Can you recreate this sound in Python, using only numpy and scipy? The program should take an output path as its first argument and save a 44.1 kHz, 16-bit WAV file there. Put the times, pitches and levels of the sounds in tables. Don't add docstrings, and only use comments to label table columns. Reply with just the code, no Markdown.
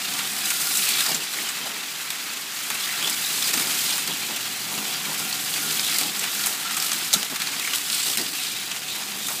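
import sys
import numpy as np
from scipy import signal
from scipy.fft import rfft, irfft
from scipy.io import wavfile
from scipy.ndimage import uniform_filter1d, map_coordinates

SR = 44100
rng = np.random.default_rng(int(sys.argv[2]) if len(sys.argv) > 2 else 0)


def generate_wav(sig):
    pcm = np.round(np.clip(np.atleast_2d(sig).T, -1, 1) * 32767).astype(np.int16)
    wavfile.write(sys.argv[1], SR, pcm)


N = 414540
TIME = np.arange(N) / SR


def from_db(db):
    return 10 ** (np.asarray(db) / 20)


def unit_rms(x):
    return x / np.sqrt(np.mean(x ** 2) + 1e-20)


def curves(rows):
    times_s, *columns = np.transpose(rows)
    return [np.interp(TIME, times_s, column) for column in columns]


def swell(centre_s, half_width_s):
    return np.exp(-np.minimum(((TIME - centre_s) / half_width_s) ** 2, 20))


def drift(per_s):
    return unit_rms(np.interp(TIME * per_s, np.arange(1000), rng.standard_normal(1000)))


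def chatter(per_s, spread_db, t60_s):
    sizes = from_db(spread_db * np.minimum(rng.exponential(1, N), 3.5)) ** 2
    bounces = sizes * (rng.random(N) < per_s / SR)
    power = signal.lfilter([1], [1, -from_db(-120 / (t60_s * SR))], bounces + 1e-18)
    return power / power.mean()


def friction(bounces, share):
    return rng.standard_normal(N) * np.sqrt(1 - share + share * bounces)


def grit(per_s, spread_db):
    sizes = from_db(spread_db * np.minimum(rng.exponential(1, N), 4)) * rng.choice([-1, 1], N)
    return unit_rms(sizes * (rng.random(N) < per_s / SR))


def supply(ripple, mains_hz=59.9):
    return 1 + ripple * np.sin(2 * np.pi * mains_hz * TIME)


def blows(starts_s, levels_db, t60s_s, snap_db, room_db=-16.5, room_t60_s=0.29, size=12000):
    force, age_s = np.zeros(N + size), np.arange(size) / SR
    attack = 1 - np.exp(-age_s / 0.00037)
    tail = from_db(room_db - 60 * age_s / room_t60_s)
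    for start_s, level_db, t60_s in zip(starts_s, levels_db, t60s_s):
        buzz = from_db(-60 * age_s / t60_s)
        envelope = from_db(level_db) * attack * np.hypot(buzz, tail)
        start = round(start_s * SR)
        force[start:start + size] += envelope * rng.standard_normal(size)
        force[start] += from_db(level_db + snap_db)
    return force[:N]


def body(force, colour, modes=(), size=8192):
    freq_hz = np.maximum(np.arange(size // 2 + 1) * SR / size, 1)
    knots_hz, knots_db = np.transpose(colour)
    gain_db = np.interp(np.log(freq_hz), np.log(knots_hz), knots_db)
    for centre_hz, width_hz, lift_db in modes:
        gain_db += lift_db / (1 + (2 * (freq_hz - centre_hz) / width_hz) ** 2)
    cepstrum = irfft(np.log(from_db(gain_db)))[:size // 2]
    response = irfft(np.exp(2 * rfft(cepstrum, size)))
    return signal.oaconvolve(force, response / np.linalg.norm(response))[:N]


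def sing(force, pitch_hz, width_hz):
    stage_width_hz = width_hz * np.pi / 2
    radius = np.exp(-np.pi * stage_width_hz / SR)
    feedback = [1, -2 * radius * np.cos(2 * np.pi * pitch_hz / SR), radius ** 2]
    for _ in range(2):
        force = signal.lfilter([1, 0, -1], feedback, force) * (1 - radius ** 2) / 2
    return unit_rms(force)


def sung_swells(rows, force, width_hz):
    return sum(from_db(level_db) * swell(centre_s, half_width_s) * sing(force, pitch_hz, width_hz)
               for centre_s, half_width_s, level_db, pitch_hz in rows)


def rasp(modes, bounces, share, wander_per_s, bend, wander_db=3.0, bend_hz=5):
    out = 0
    for pitch_hz, width_hz, level_db in modes:
        own_bounces = chatter(per_s=130, spread_db=4.5, t60_s=0.053)
        tone = sing(friction((bounces + own_bounces) / 2, share), pitch_hz, width_hz)
        sway = np.sin(2 * np.pi * bend_hz * TIME + np.pi * drift(3))
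        delay_samples = bend * SR / (2 * np.pi * bend_hz) * sway
        tone = map_coordinates(tone, [np.arange(N) - delay_samples], order=2)
        out += from_db(level_db + wander_db * np.clip(drift(wander_per_s), -2, 2)) * tone
    return unit_rms(out)


# centre_hz, width_hz, lift_db
TRACK_RESONANCES = [(157.5, 22, 8), (211, 23, 7), (278, 38, 5.5), (385, 41, 1.5), (880, 100, 0),
                    (1170, 74, 3), (1377, 31, 3)]
def track(force, colour):
    return body(force, colour, TRACK_RESONANCES)


# centre_hz, width_hz, lift_db
SHELL_RESONANCES = [(2440, 190, -3.5), (3420, 110, 3), (3960, 100, 4), (4970, 210, 0), (7980, 440, 2),
                    (11600, 810, 2)]
def shell(force, colour):
    return body(force, colour, SHELL_RESONANCES)


# time_s, hum_db, tones_db
DRONE_LEVELS = [(0, -61, -38.5), (.8, -69, -40.5), (1.3, -74, -60), (2.4, -76, -53), (3.2, -60, -50),
                (4.2, -58.5, -46.5), (5.2, -61, -38), (6.2, -63, -42.5), (6.9, -68, -40.5),
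                (7.8, -65.5, -47), (8.5, -59, -44.5), (9.4, -61, -44)]
# freq_hz, density_db
HUM_COLOUR = [(25, -27), (50, -30), (70, -11), (95, 14), (120, 31.5), (160, -19), (300, -44)]
# pitch_hz, width_hz, level_db
FAINT_TONES = [(158, 14.9, -10.5), (202.7, 14.7, -9), (288.7, 15.8, -14), (725, 28, -9.5), (767, 15, -7.5)]
def drone(waver_db=3.0):
    hum_db, tones_db = curves(DRONE_LEVELS)
    hum = from_db(hum_db) * body(rng.standard_normal(N), HUM_COLOUR)
    tones = 0
    for pitch_hz, width_hz, level_db in FAINT_TONES:
        steps = uniform_filter1d(rng.standard_normal(N), size=500)
        walk_rad = np.cumsum(steps) * np.sqrt(2 * np.pi * width_hz / SR)
        gain = from_db(level_db + waver_db * np.clip(drift(20), -2.5, 1.4))
        tones += gain * np.sin(2 * np.pi * pitch_hz * TIME + walk_rad)
    highpass = signal.butter(4, 120, "high", fs=SR, output="sos")
    return hum + from_db(tones_db - 2.5) * signal.sosfilt(highpass, tones)


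# centre_s, half_width_s, level_db, pitch_hz
TRACK_BOOMS = [(3.06, 0.031, -48, 252), (3.58, 0.056, -39, 268), (5.23, 0.042, -41, 200),
               (7.17, 0.029, -39.5, 192), (8.205, 0.031, -40, 253), (8.32, .08, -47, 266),
               (9.12, 0.04, -44, 186)]
def booms():
    return sung_swells(TRACK_BOOMS, rng.standard_normal(N), width_hz=52)


# start_s, level_db, t60_s
SECTION_DROPS = [(1.088, -38.5, .16), (1.655, -37.5, 0.096), (2.698, -50, .12), (3.071, -40, 0.12),
                 (3.551, -52, .16), (4.308, -44, 0.15), (4.718, -47, 0.17), (5.203, -44, .16),
                 (6.011, -40, 0.2), (7.134, -34.5, 0.093), (7.226, -42, .1), (7.313, -45, .14),
                 (8.172, -51, .12)]
# freq_hz, density_db
THUD_COLOUR = [(25, -29), (70, -29), (130, -35), (220, -11), (450, 5.5), (900, 12.5), (1500, -27),
               (5000, -35)]
def thuds():
    start_s, level_db, t60_s = np.transpose(SECTION_DROPS)
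    return track(blows(start_s, level_db + 5.5, t60_s, snap_db=-17), THUD_COLOUR)


# centre_s, half_width_s, level_db, pitch_hz
MOTOR_WHINES = [(0.19, .04, -41, 1390), (0.62, .2, -40, 1417), (0.99, 0.077, -43, 1370),
                (5.15, 0.21, -46, 1390), (5.66, 0.13, -42, 1410), (5.95, 0.1, -42, 1320),
                (6.42, 0.11, -41.5, 1405), (6.69, 0.062, -37, 1370), (6.8, 0.12, -41, 1295),
                (7.15, .02, -36, 1330)]
def whines():
    return sung_swells(MOTOR_WHINES, rng.standard_normal(N), width_hz=55)


# centre_s, half_width_s, level_db, pitch_hz
BEND_SCRAPES = [(0.88, .08, -32, 2480), (0.96, .12, -31, 3600), (1.38, 0.046, -37, 1950),
                (1.52, 0.052, -52, 3000), (2.84, 0.022, -31, 3620), (2.91, 0.043, -32, 1970),
                (3.06, .04, -29, 3250), (3.26, 0.033, -32, 3850), (3.74, 0.071, -37, 2480),
                (3.92, .025, -35, 3170), (4.12, .07, -36, 3280), (4.95, .15, -40, 3260),
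                (5.57, 0.022, -31, 2340), (5.87, .06, -31, 3500), (5.95, .05, -35.5, 1990),
                (6.25, 0.039, -34.5, 1780), (7.65, .04, -34, 2100), (7.95, .035, -33, 4400),
                (8.05, .04, -39, 4600), (8.53, 0.18, -37, 3820), (8.93, 0.058, -36, 3720),
                (9.11, .05, -38, 2500), (9.26, 0.15, -38.5, 3560)]
def scrapes():
    slips = friction(chatter(per_s=260, spread_db=3.0, t60_s=0.016), share=0.75) * supply(ripple=0.2)
    return sung_swells(BEND_SCRAPES, slips, width_hz=460)


# freq_hz, density_db
KNOCK_COLOUR = [(60, -57), (500, -45), (2200, 5), (3600, 12.5), (6300, 13.5), (8000, 9.5), (11000, -5),
                (15000, -48)]
def taps(rattle_db, per_s=20, lift_db=-10, spread_db=4, t60_s=0.0073):
    starts = np.flatnonzero(rng.random(N) < per_s / SR)
    levels_db = rattle_db[starts] + lift_db - spread_db * rng.standard_normal(N)[starts]
    force = blows(starts / SR, levels_db, np.full(len(starts), t60_s), snap_db=20)
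    return shell(force, KNOCK_COLOUR)


# start_s, level_db, track_offset_db, shoe_offset_db, shell_t60_s, ring_hz
IMPACTS = [(0.189, -8, -13, -32, .06, 3800), (0.455, -7, -18, -13, 0.056, 3980),
           (0.503, -7, -14.5, -16, .08, 2430), (0.771, -6, -21, -9, 0.039, 7500),
           (0.889, -9, -22, -7, .04, 3400), (0.905, -6, -24, -22, .035, 3500),
           (1.005, 2, -18, -18.5, 0.03, 3720), (1.063, -4.5, -13, -19, 0.045, 4480),
           (1.117, -4, -24, -23, 0.027, 4300), (1.1457, -3, -28, -31, 0.053, 7200),
           (1.335, -12, -12, -16, .05, 4230), (1.489, -7, -17, -30, 0.065, 7950),
           (2.1033, -2, -19, -20, 0.027, 3700), (2.7013, -10.5, -7.5, -13, 0.054, 3430),
           (3.026, -5.5, -13, -18, .03, 3100), (3.073, -5.5, -21, -22, 0.079, 3360),
           (3.097, -15, -26, -5, .05, 3660), (3.4243, -2, -30, -20, .02, 3690),
           (3.534, -5, -14, -21, .045, 4730), (3.5382, -2, -16, -17, 0.038, 2480),
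           (3.574, -6, -11, -17, 0.056, 4700), (3.596, -3.5, -16, -16, 0.027, 4820),
           (3.6215, -7, -22, -20, .025, 4900), (3.8761, -11, -20, -18, .02, 4000),
           (3.907, -7, -22, -22, .035, 3300), (3.98, -6, -14, -14, .025, 3300),
           (4.075, -8, -15, -16, .06, 4600), (4.362, -6, -22, -20, 0.046, 3170),
           (5.194, -15.5, -17, -8, .04, 3700), (5.3268, -5, -20, -26, 0.028, 4370),
           (5.5393, -2, -21, -20, .022, 3400), (5.7952, -2, -17, -20, .025, 4900),
           (5.985, -1.5, -28, -10.5, 0.028, 3750), (6.0117, -6, -15, -13, 0.026, 2300),
           (6.193, -8.5, -26, -15, 0.054, 7820), (6.2385, -6, -14, -18, .04, 2700),
           (6.437, -5, -21, -28, .03, 3900), (6.4605, -9, -11, -4, .024, 8700),
           (6.4682, -6.5, -12, -8, 0.028, 7750), (6.709, -10, -9, -16, .028, 4500),
           (6.768, -7.5, -12, -13, .04, 6500), (6.8, -4, -19, -17, 0.027, 5200),
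           (6.824, -6, -16, -13, 0.025, 5400), (6.864, -6, -22, -11, 0.016, 5000),
           (6.917, -1, -14.5, -22, 0.024, 6300), (6.931, -3.5, -26, -18, .03, 8100),
           (7.1296, 6.5, -28, -26, 0.015, 6400), (7.135, 0, -28, -15, 0.062, 6340),
           (7.1372, 3.5, -31, -18, 0.056, 3750), (7.141, -4, -27, -22, 0.041, 4100),
           (7.2293, -2.5, -19, -21, 0.023, 3300), (7.359, -7.5, -13, -18, 0.036, 3700),
           (7.4, -12, -9, -17, 0.054, 3440), (7.418, -6.5, -14, -17, 0.05, 3950),
           (7.471, -6, -15, -22, .028, 4200), (7.596, -10, -13, -12, 0.033, 4000),
           (7.6736, -5.5, -11, -20, 0.028, 2080), (7.7342, -3, -16, -22, 0.034, 2930),
           (7.749, -3, -24, -18, 0.028, 3280), (7.757, -8, -26, -10, 0.04, 3300),
           (7.9, -4, -28, -24, .022, 4000), (7.9286, -3, -30, -24, .03, 4060),
           (7.98, -12, -26, -20, .022, 5050), (8.115, -10, -24, -14, .025, 7800),
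           (8.1725, -1.5, -21, -11.5, 0.024, 2460), (8.181, -7, -15, -19, 0.055, 4220),
           (8.2132, -7, -24, -16, .04, 4860), (8.7143, -6, -21, -28, 0.058, 2980),
           (8.96, -12, -17, -24, .035, 3700), (9.2678, -21, -28, -6, 0.035, 4300),
           (9.2844, -11, -10.5, -14, .06, 6500)]
# freq_hz, density_db
TRACK_HIT_COLOUR = [(50, -61), (200, -55), (700, 3), (1500, 11.5), (2500, 11), (4000, -19), (12000, -48)]
SHOE_HIT_COLOUR = [(60, -65), (2000, -23), (6000, -4), (8000, 0.5), (12000, -4.5), (15000, -5)]
def clacks():
    start_s, level_db, track_offset_db, shoe_offset_db, t60_s, _ = np.transpose(IMPACTS)
    on_track = blows(start_s, level_db + track_offset_db - 9, t60_s * 2.2, snap_db=5)
    on_shell = blows(start_s, level_db - 19, t60_s, snap_db=11)
    on_shoes = blows(start_s, level_db + shoe_offset_db + 2, t60_s * 0.66, snap_db=9)
    return (track(on_track, TRACK_HIT_COLOUR) + shell(on_shell, KNOCK_COLOUR)
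            + shell(on_shoes, SHOE_HIT_COLOUR))


def rings(offset_db=-18, stretch=1.06, width_hz=580, size=6000):
    out, age_s = np.zeros(N + size), np.arange(size) / SR
    for start_s, level_db, _, _, t60_s, ring_hz in IMPACTS:
        start = round(start_s * SR)
        envelope = from_db(level_db + offset_db - 60 * age_s / (t60_s * stretch))
        out[start:start + size] += envelope * sing(rng.standard_normal(size), ring_hz, width_hz)
    return out[:N]


# time_s, rumble_db, whirr_db
LAP_LEVELS = [(0, -47, -38), (.7, -44, -36.5), (1.05, -43.5, -34), (1.3, -46, -37.5), (1.9, -47, -37.5),
              (2.45, -46.5, -38.5), (2.9, -46.5, -36), (3.7, -43, -35), (4.1, -43.5, -38),
              (4.6, -44.5, -38.5), (5.3, -45, -38.5), (5.7, -41.5, -36.5), (6.75, -46.5, -37),
              (7.7, -45, -37.5), (8.65, -47.5, -40.5), (9.4, -43, -42.5)]
# centre_s, half_width_s, rumble_db, clatter_db
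LOOSE_STRETCHES = [(0.19, 0.066, -47, -44), (1.154, 0.057, -36, -42), (1.4, 0.043, -40, -46),
                   (1.693, 0.092, -45, -49), (2.732, 0.028, -48, -47), (3.05, 0.05, -42, -43),
                   (3.577, 0.098, -40, -41.5), (3.94, 0.023, -54, -37), (4.104, 0.018, -37, -40),
                   (4.31, 0.017, -40, -37), (4.79, 0.11, -42, -42), (5.107, 0.03, -42, -36.5),
                   (5.228, 0.035, -43, -47), (5.64, 0.049, -41, -53), (6.06, 0.032, -38.5, -45),
                   (6.25, 0.033, -43, -44), (6.5, 0.05, -43, -44), (6.98, 0.063, -47, -50),
                   (7.186, 0.027, -38, -57), (7.328, 0.01, -35, -38), (8.088, 0.026, -42, -42),
                   (8.21, 0.032, -36, -51), (8.74, 0.023, -53, -47), (8.994, 0.037, -44, -41.5),
                   (9.158, .04, -56, -44), (9.317, 0.025, -52, -36)]
# freq_hz, density_db
RUMBLE_COLOUR = [(25, -50), (50, -38), (75, -20), (100, -17), (130, -2), (200, 2.5), (400, 4), (540, -1),
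                 (750, 0), (1200, -10.5), (3000, -61.5)]
CLATTER_COLOUR = [(60, -46), (400, -20.5), (650, -8), (920, -0.5), (1200, -5.5), (1700, -11), (3000, -16),
                  (9000, -45)]
WHIRR_COLOUR = [(50, -35), (250, -41), (550, -14), (750, -4.5), (1050, -3), (1400, 1), (1900, 2),
                (2600, -2), (4000, -9), (9000, -22.5)]
def wheels_and_gears(bounces, load, throb):
    rumble_db, whirr_db = curves(LAP_LEVELS)
    drum_power, clatter_power = sum(from_db(levels_db)[:, None] ** 2 * swell(centre_s, half_width_s)
                                    for centre_s, half_width_s, *levels_db in LOOSE_STRETCHES)
    rumble_gain = from_db(-1) * np.sqrt(from_db(rumble_db) ** 2 + drum_power)
    gears = friction(chatter(per_s=260, spread_db=-0.5, t60_s=0.019), share=0.24) * load * throb
    rumble = unit_rms(track(friction(bounces, share=0.24), RUMBLE_COLOUR))
    clatter = unit_rms(track(friction(bounces, share=0.69), CLATTER_COLOUR))
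    whirr = unit_rms(track(gears, WHIRR_COLOUR))
    return rumble_gain * rumble + np.sqrt(clatter_power) * clatter + from_db(whirr_db + 1.3) * whirr


# freq_hz, density_db
RATTLE_COLOUR = [(60, -65), (600, -50), (1500, -27.5), (2300, 1), (3200, 2), (4400, 0.5), (5600, -1),
                 (7500, -0.5), (9500, -18), (15000, -25)]
HISS_COLOUR = [(60, -54), (1500, -50), (4000, -1.5), (6500, 1.5), (9000, 2.5), (11000, 0), (13200, 0),
               (15000, 0)]
def shells_and_shoes(bounces, load, throb, rattle_db, hiss_db):
    shoe_bounces = chatter(per_s=380, spread_db=2.5, t60_s=0.082)
    ticks = grit(per_s=600, spread_db=6.5)
    shaking = friction(bounces * np.sqrt(shoe_bounces), share=0.28) + from_db(-9) * ticks
    sliding = friction(shoe_bounces, share=0.64) + from_db(-20) * ticks
    rattle = unit_rms(shell(shaking * load * throb, RATTLE_COLOUR))
    hiss = unit_rms(shell(sliding * throb, HISS_COLOUR))
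    return from_db(rattle_db - 2.5) * rattle + from_db(hiss_db + 2.5) * hiss


# pitch_hz, width_hz, level_db
AXLE_RESONANCES = [(2037, 110, -4.5), (2327, 110, -0.5), (2562, 110, 2), (2867, 120, 1.5), (3184, 54, -0.5),
                   (3490, 88, -3.5), (3740, 87, 0.5), (4170, 92, 0.5), (4700, 330, 3.5)]
def axle_rasp(bounces, rattle_db):
    buzz = rasp(AXLE_RESONANCES, bounces, share=0.6, wander_per_s=40, bend=0.0253)
    return from_db(rattle_db - 5.5) * buzz


# pitch_hz, width_hz, level_db
CHASSIS_RESONANCES = [(2830, 350, -25), (3430, 480, 7.5), (4020, 360, 3.5), (4480, 320, 0.5),
                      (5020, 560, 9.5), (7540, 540, 6.5), (8450, 140, 5), (9400, 680, 6.5),
                      (11070, 840, -0.5)]
def chassis_whizz(bounces, whizz_db):
    buzz = rasp(CHASSIS_RESONANCES, bounces, share=1.0, wander_per_s=30, bend=0.0135)
    return from_db(whizz_db) * supply(ripple=0.4) * buzz


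# nearest_s, approach_s, retreat_s, rattle_db, hiss_db, whizz_db
CAR_PASSES = [(0.2, 0.31, 0.26, -32, -36, -38), (0.5, 0.044, 0.081, -34, -35, -45),
              (0.77, 0.24, 0.14, -38, -26.5, -36), (0.95, 0.21, 0.23, -27.5, -29.5, -33),
              (1.1, 0.063, 0.041, -38, -35, -34), (1.35, 0.16, 0.28, -34, -41, -55),
              (2.85, 0.099, 0.07, -44.5, -37, -46), (3.069, 0.31, 0.025, -33, -39, -42),
              (3.52, 0.39, 0.072, -30, -30, -36.5), (3.94, 0.49, 0.069, -31, -29, -32),
              (4.3, 0.4, 0.14, -33, -37, -51), (5.05, 0.73, 0.35, -35, -35.5, -48),
              (5.75, 0.36, 0.2, -32, -29.5, -39.5), (5.93, 0.12, 0.14, -29, -32, -35),
              (6.22, 0.036, 0.079, -31, -39, -49), (6.45, 0.19, 0.11, -31.5, -31, -49),
              (6.89, 0.27, 0.48, -33, -33, -37.5), (7.52, 0.12, 0.22, -35, -48, -47),
              (7.76, 0.13, 0.056, -36, -33, -40), (7.96, 0.091, 0.17, -30.5, -33, -30.5),
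              (8.1, 0.15, 0.11, -36, -32, -33), (8.4, 0.049, 0.12, -32, -35, -35.5),
              (8.95, 0.095, 0.065, -37, -38, -43), (9.31, 0.12, 0.25, -42, -34, -42)]
def passing_levels(far_rattle_db=-34, far_hiss_db=-38, far_whizz_db=-52, falloff=1.57):
    power = from_db([[far_rattle_db], [far_hiss_db], [far_whizz_db]]) ** 2
    for nearest_s, approach_s, retreat_s, *levels_db in CAR_PASSES:
        away = (TIME - nearest_s) / np.where(TIME < nearest_s, approach_s, retreat_s)
        power = power + from_db(levels_db)[:, None] ** 2 / (1 + away ** 2) ** falloff
    return 10 * np.log10(power)


# centre_s, half_width_s, depth_db
LEVEL_DIPS = [(1.235, 0.087, 3), (1.897, 0.089, 1), (2.45, 0.091, 1.5), (3.523, 0.0087, 5.5),
              (4.6, 0.066, 1), (6.11, 0.037, 1), (6.574, 0.03, 1), (7.106, .025, 1.5), (7.29, 0.015, 4),
              (7.387, .012, 4.5), (7.84, 0.017, 2.5), (8.169, 0.0047, 8), (8.842, 0.028, 0.5)]
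def running_cars():
    rattle_db, hiss_db, whizz_db = passing_levels()
    bounces = chatter(per_s=380, spread_db=3.0, t60_s=0.015)
    throb = supply(ripple=0.033)
    load = from_db(0.98 * drift(90))
    cars = wheels_and_gears(bounces, load, throb)
    cars += shells_and_shoes(bounces, load, throb, rattle_db, hiss_db)
    cars += (axle_rasp(bounces, rattle_db) + chassis_whizz(bounces, whizz_db)) * load
    cars += taps(rattle_db)
    dip_db = sum(depth_db * swell(centre_s, half_width_s)
                 for centre_s, half_width_s, depth_db in LEVEL_DIPS)
    return cars * from_db(-dip_db)


def scene():
    sound = drone() + booms() + thuds() + whines() + scrapes() + clacks() + rings() + running_cars()
    return np.stack([sound, sound])


def record(dry, ceiling=1.6, cutoff_hz=15350):
    rounded = np.tanh(dry / ceiling) * ceiling
    return signal.sosfilt(signal.ellip(12, .1, 80, cutoff_hz, fs=SR, output="sos"), rounded)


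dry = scene()
out = record(dry)
generate_wav(out)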